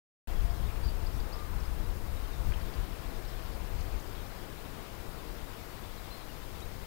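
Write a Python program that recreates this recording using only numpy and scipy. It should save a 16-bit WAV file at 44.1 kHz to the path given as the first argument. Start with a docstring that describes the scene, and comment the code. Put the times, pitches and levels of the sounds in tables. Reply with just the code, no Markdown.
"""A breezy day among bare trees. After a moment of silence, turbulent gusts rumble on the microphone over
the rush of open air, rustling branches and electronic hiss. In the first two seconds small birds chirp
and scold far off, a twig ticks and two faint whistles carry over. Scattered chirps and twig knocks follow;
after four seconds the wind eases, and near six one bird pipes a thin, fading note. Throughout, nearly
all of it reaches the left channel; the right holds little but the recorder's own hiss."""
import sys
import numpy as np
from scipy import signal
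from scipy.fft import rfft, irfft
from scipy.io import wavfile
from scipy.ndimage import uniform_filter1d

SR = 44100
rng = np.random.default_rng(int(sys.argv[2]) if len(sys.argv) > 2 else 0)


def bounce(signal):
    """Save signal as a 16-bit WAV file at the path given by the first command-line argument."""
    frames = np.transpose(np.atleast_2d(signal))
    limited = np.clip(frames, -1, 1)
    pcm = np.round(limited * 32767).astype(np.int16)
    wavfile.write(sys.argv[1], SR, pcm)


N = 302526
TIME = np.arange(N) / SR
HZ = np.fft.rfftfreq(N, 1 / SR)

# All levels are relative, ahead of the layer and channel gains.
# Spectrum of turbulence at the microphone: (frequency [Hz], level [dB])
RUMBLE_SPECTRUM = [(5, -13), (15, -8), (31, 1), (48, -2.5), (70, -8), (100, -16.5), (160, -26), (300, -38),
                   (900, -62)]
# Wind strength at the microphone: (time [s], level [dB])
WIND_LEVELS = [(0.28, -32.5), (0.6, -33), (1.05, -34.5), (1.35, -42), (1.7, -34.5), (2.25, -38.5),
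               (2.55, -35.5), (2.95, -41.5), (3.7, -39.5), (4.35, -47.5), (4.85, -49.5), (5.1, -45),
               (5.7, -50.0), (5.95, -45), (6.2, -52), (6.6, -44), (6.86, -48.0)]
# Single buffets above that wind: (peak time [s], level [dB])
BUFFET_PEAKS = [(0.35, -32.5), (0.44, -27), (0.86, -33), (1.18, -31.5), (1.56, -34), (1.89, -34.5),
                (2.49, -27.5), (2.8, -32.5), (3.17, -38), (3.75, -37), (3.81, -32.5), (3.94, -34),
                (4.19, -39.5)]
# Breeze over the land: (time [s], rush level [dB], rustle level [dB])
BREEZE_LEVELS = [(0.56, -49.5, -59.5), (1.4, -49.5, -61), (2.06, -50, -60.5), (2.61, -49.5, -58),
                 (4.25, -50, -59.5), (6.42, -51.5, -58.5), (6.8, -51.5, -59)]
# Spectrum of the far rush: (frequency [Hz], level [dB])
RUSH_SPECTRUM = [(20, 5), (55, -3.5), (90, 5), (125, 2), (200, 0.5), (260, -1), (340, 0.15), (550, -4),
                 (850, -5.5), (1080, -6), (1500, -10.5), (2300, -16.5), (4000, -26.5), (9000, -34)]
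# Broad tones in that rush: (frequency [Hz], width [Hz], lift [dB])
DRONE_PEAKS = [(92.5, 22, 4.5), (149.8, 21, 3.5), (461, 25, 4), (672, 52, 2)]
# Spectrum of the branches' rustle: (frequency [Hz], level [dB])
RUSTLE_SPECTRUM = [(400, -9), (1500, 1.5), (2600, 1.5), (3800, 0.5), (4900, -3), (5700, -7), (7500, -11),
                   (11000, -11), (16000, -8)]
# Electronic hiss: (frequency [Hz], left level [dB], right level [dB], correlation [ratio])
HISS_SPECTRUM = [(20, -10, 4, 0), (150, -10, 1, 0), (450, 2, 1, 0), (1030, 13.5, -3, 0),
                 (2200, -19, -5.5, 0.14), (4820, 7, -4, 0.036), (7500, 2, -2, 0.28), (10000, 0.5, 0, 0.4),
                 (14300, 2, 3.5, 0.76)]
# Bird chirps: (time [s], length [s], start pitch [Hz], end pitch [Hz], arch [Hz], level [dB])
CHIRP_NOTES = [(.345, .028, 3400, 3300, 0, -62), (.615, .035, 3320, 3200, 0, -63),
               (.668, .014, 3750, 3600, 0, -59), (.826, 0.049, 4210, 4700, 318, -56.5),
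               (.876, 0.028, 5000, 5100, -600, -54.5), (1.062, .014, 4440, 5250, 0, -52.5),
               (1.069, .013, 4450, 3950, 0, -59), (1.12, .045, 5800, 5450, -120, -65.5),
               (1.314, .044, 3910, 5470, 150, -54.5), (1.598, .016, 5900, 4200, 250, -58),
               (1.649, .014, 5400, 4600, 0, -58), (2.166, .018, 4000, 3650, 0, -58),
               (2.324, .03, 3880, 3670, -70, -59), (3.276, .018, 5500, 4950, 0, -60),
               (5.832, .022, 3500, 3470, 0, -61), (6.28, .045, 2860, 2800, 0, -63),
               (6.617, 0.019, 3360, 3530, 480, -54)]
# Twig impacts: (time [s], peak level [dB], band centre [Hz], width [octaves])
TWIG_TICKS = [(.405, -46.5, 3600, .4), (2.520, -38, 1500, 0.62), (2.535, -43, 1400, .65),
              (2.537, -42, 2780, 0.2), (2.737, -46, 3600, 0.46), (3.808, -47, 5550, 0.24),
              (3.997, -50, 6500, .18), (4.152, -49, 3300, 0.38), (6.603, -50, 6500, .4)]
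# Far whistles: (time [s], length [s], start pitch [Hz], end pitch [Hz], arch [Hz], level [dB])
WHISTLE_NOTES = [(.42, 0.12, 684, 676, 14.2, -57.5), (1.26, 0.272, 1160, 1208, 15.6, -61)]
# Toneless bird calls: (time [s], length [s], band centre [Hz], width [octaves], level [dB])
RASP_CALLS = [(0.494, .03, 4800, .1, -59), (.675, .05, 2380, 0.21, -59), (.748, 0.034, 2660, .15, -59),
              (.872, .03, 4700, .06, -58), (1.194, .025, 4570, .1, -59), (1.383, .025, 3900, .08, -59.5)]


def gain_of(db):
    """Amplitude grows tenfold for every 20 decibels."""
    return 10 ** (np.asarray(db) / 20)


def unit_rms(x):
    """Normalisation brings a signal's mean power to one."""
    return x / np.sqrt(np.mean(x ** 2) + 1e-20)


def spectrum(points, column=1):
    """Interpolation in log frequency joins a table column into a spectrum."""
    table = np.array(points, float)
    return np.interp(np.log(HZ + 1), np.log(table[:, 0] + 1), table[:, column])


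def curve(rows, column=1):
    """Interpolation in time joins a table column into an envelope."""
    table = np.array(rows, float)
    return np.interp(TIME, table[:, 0], table[:, column])


def noise(colour_db):
    """Filtered white noise takes on the filter's spectrum; rms one."""
    return unit_rms(irfft(rfft(rng.standard_normal(N)) * gain_of(colour_db), N))


def band_noise(centre_hz, octaves, size=4096):
    """Band-pass filtering confines a short noise to one bell-shaped band; rms one."""
    hz = np.fft.rfftfreq(size, 1 / SR)
    band = np.exp(-.5 * (np.log2((hz + 1) / centre_hz) / octaves) ** 2)
    return unit_rms(irfft(rfft(rng.standard_normal(size)) * band))


def patchy(x, depth_db, bins, frames):
    """Eddies modulate a sound's amplitude in patches of frequency and time."""
    spectra = signal.stft(x, nperseg=512, noverlap=384)[2]
    field = uniform_filter1d(rng.standard_normal(spectra.shape), bins, axis=0)
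    field = unit_rms(uniform_filter1d(field, frames, axis=1))
    return unit_rms(signal.istft(spectra * gain_of(depth_db * field), nperseg=512, noverlap=384)[1][:N])


def add(mix, start_s, sound):
    """Superposition: a sound sums into the mix from its starting time."""
    part = mix[round(start_s * SR):][:len(sound)]
    part += sound[:len(part)]


def buffeting(buffet_s=0.026, flutter_db=1.9, flutter_s=0.044):
    """Turbulent pressure on the microphone makes a rumble whose power sums wind and single buffets."""
    eddies = noise(spectrum(RUMBLE_SPECTRUM))
    eddy_envelope = np.sqrt(uniform_filter1d(eddies ** 2, size=4500) + 1e-6)
    flutter = noise(-40 * np.log10(1 + (HZ * flutter_s) ** 2))
    power = gain_of(curve(WIND_LEVELS) + flutter_db * flutter) ** 2
    for peak_s, db in BUFFET_PEAKS:
        power += gain_of(db) ** 2 * np.exp(-((TIME - peak_s) / buffet_s) ** 2)
    return eddies / eddy_envelope * np.sqrt(power) * gain_of(-1.0)


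def open_air():
    """Far wind is broadband noise; low peaks in its spectrum are heard as a faint drone."""
    drone_db = sum(db / (1 + (2 * (HZ - hz) / width) ** 2) for hz, width, db in DRONE_PEAKS)
    rush = patchy(noise(spectrum(RUSH_SPECTRUM) + drone_db), depth_db=0.55, bins=5, frames=40)
    return rush * gain_of(curve(BREEZE_LEVELS) + 2.5)


def branches():
    """Flow noise: air combing through twigs and leaves makes a soft, uneven hiss."""
    rustle = patchy(noise(spectrum(RUSTLE_SPECTRUM)), depth_db=2.0, bins=7, frames=10)
    return rustle * gain_of(curve(BREEZE_LEVELS, column=2) + 2.0)


def hiss(level_db=-56.5):
    """Electronic noise, partly correlated between the channels in the treble."""
    shared, separate = rfft(rng.standard_normal((2, N)))
    correlation = np.clip(spectrum(HISS_SPECTRUM, column=3), -1, 1)
    left = shared * gain_of(spectrum(HISS_SPECTRUM, column=1))
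    right = correlation * shared + np.sqrt(1 - correlation ** 2) * separate
    right *= gain_of(spectrum(HISS_SPECTRUM, column=2))
    return gain_of(level_db) * unit_rms(irfft(np.array([left, right]), N))


def sing(hz, waver):
    """Random frequency modulation makes a sine of rms one waver about its pitch curve."""
    drift = unit_rms(uniform_filter1d(rng.standard_normal(SR), size=90))[:len(hz)]
    return np.sqrt(2) * np.sin(2 * np.pi * np.cumsum(hz * (1 + waver * drift)) / SR)


def notes(rows, waver):
    """Chirps and whistles are frequency sweeps: each arches about a straight glide, swells and fades."""
    out = np.zeros(N)
    for start_s, length_s, start_hz, end_hz, arch_hz, db in rows:
        progress = np.linspace(0, 1, int(length_s * SR))
        hz = start_hz + (end_hz - start_hz) * progress + arch_hz * (1 - (2 * progress - 1) ** 2)
        add(out, start_s, gain_of(db) * sing(hz, waver) * signal.windows.tukey(len(hz), .7))
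    return out


def twitter(per_s=3, length_s=0.028, centre_hz=3700, spread_octaves=0.247, fall=.05, db=-66.5):
    """Farther birds form a random process: faint falling notes at chance times and pitches."""
    draws = rng.random((round(per_s * N / SR), 2))
    times = draws[:, 0] * N / SR
    pitches = centre_hz * 2 ** (spread_octaves * (2 * draws[:, 1] - 1))
    rows = [(s, length_s, hz, hz * (1 - fall), 0, db) for s, hz in zip(times, pitches)]
    return notes(rows, waver=.01)


def twigs(rise_s=0.00061, decay_s=0.0051):
    """Damped impacts: twigs knock together, each a burst of band noise that decays exponentially."""
    out = np.zeros(N)
    for start_s, db, centre_hz, octaves in TWIG_TICKS:
        burst = band_noise(centre_hz, octaves)
        t = TIME[:len(burst)]
        burst = burst * (1 - np.exp(-t / rise_s)) * np.exp(-t / decay_s)
        add(out, start_s, gain_of(db) * burst / abs(burst).max())
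    return out


def whistles():
    """Two distant whistles are nearly pure tones with a slow, shallow glide."""
    return notes(WHISTLE_NOTES, waver=0.013)


def rasps():
    """Scolding calls are aperiodic: brief swells of narrow-band noise."""
    out = np.zeros(N)
    for start_s, length_s, centre_hz, octaves, db in RASP_CALLS:
        call = band_noise(centre_hz, octaves)[:int(length_s * SR)]
        add(out, start_s, gain_of(db) * unit_rms(call) * signal.windows.tukey(len(call), .7))
    return out


def piping(start_s=6.098, length_s=.2, pitch_hz=4155, db=-54.5):
    """A bird's thin tone scoops up to a held pitch while its amplitude decays exponentially."""
    scoop_hz, scoop_s, rise_s, fade_db_per_s = 450, .008, 0.017, 73
    t = TIME[:int(length_s * SR)]
    tone = sing(pitch_hz - scoop_hz * np.exp(-t / scoop_s), waver=0.0033)
    envelope = np.minimum(t / rise_s, 1) * gain_of(db - fade_db_per_s * t)
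    out = np.zeros(N)
    add(out, start_s, tone * envelope)
    return out


def among_trees(x, wet_db, t60_s, echoes_per_s=2000):
    """Scattering from trunks and branches leaves a thin reverberant tail after each sound."""
    t = TIME[:SR]
    echoes = rng.standard_normal(SR) * (rng.random(SR) < echoes_per_s / SR)
    tail = echoes * gain_of(-60 * t / t60_s) * (t > .008)
    return x + gain_of(wet_db) * signal.fftconvolve(x, tail / np.linalg.norm(tail))[:N]


def scene():
    """The sources superpose at one microphone, which feeds the left channel and leaks into the right."""
    calls = notes(CHIRP_NOTES, waver=0.013) + twitter() + piping() + rasps()
    birds = among_trees(calls, wet_db=-8.5, t60_s=0.2)
    far_whistles = among_trees(whistles(), wet_db=-3, t60_s=0.83)
    knocks = among_trees(twigs(), wet_db=-5.0, t60_s=0.6)
    outdoors = buffeting() + open_air() + branches() + birds + far_whistles + knocks
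    left_db, right_db = 6.0, -35.0
    return np.array([gain_of(left_db) * outdoors, gain_of(right_db) * outdoors])


def record(dry):
    """Noise and filtering: the recorder adds hiss, cuts a notch, switches on and limits the band."""
    notch_hz, notch_width_hz, switch_on_s, cutoff_hz = 5928, 130, .2735, 15770
    b, a = signal.iirnotch(notch_hz, notch_hz / notch_width_hz, SR)
    live = signal.lfilter(b, a, dry + hiss()) * (TIME >= switch_on_s)
    low_pass = signal.firwin(511, cutoff_hz, window=("kaiser", 9), fs=SR)
    return signal.oaconvolve(live, low_pass[None], "same")


dry = scene()
out = record(dry)
bounce(out)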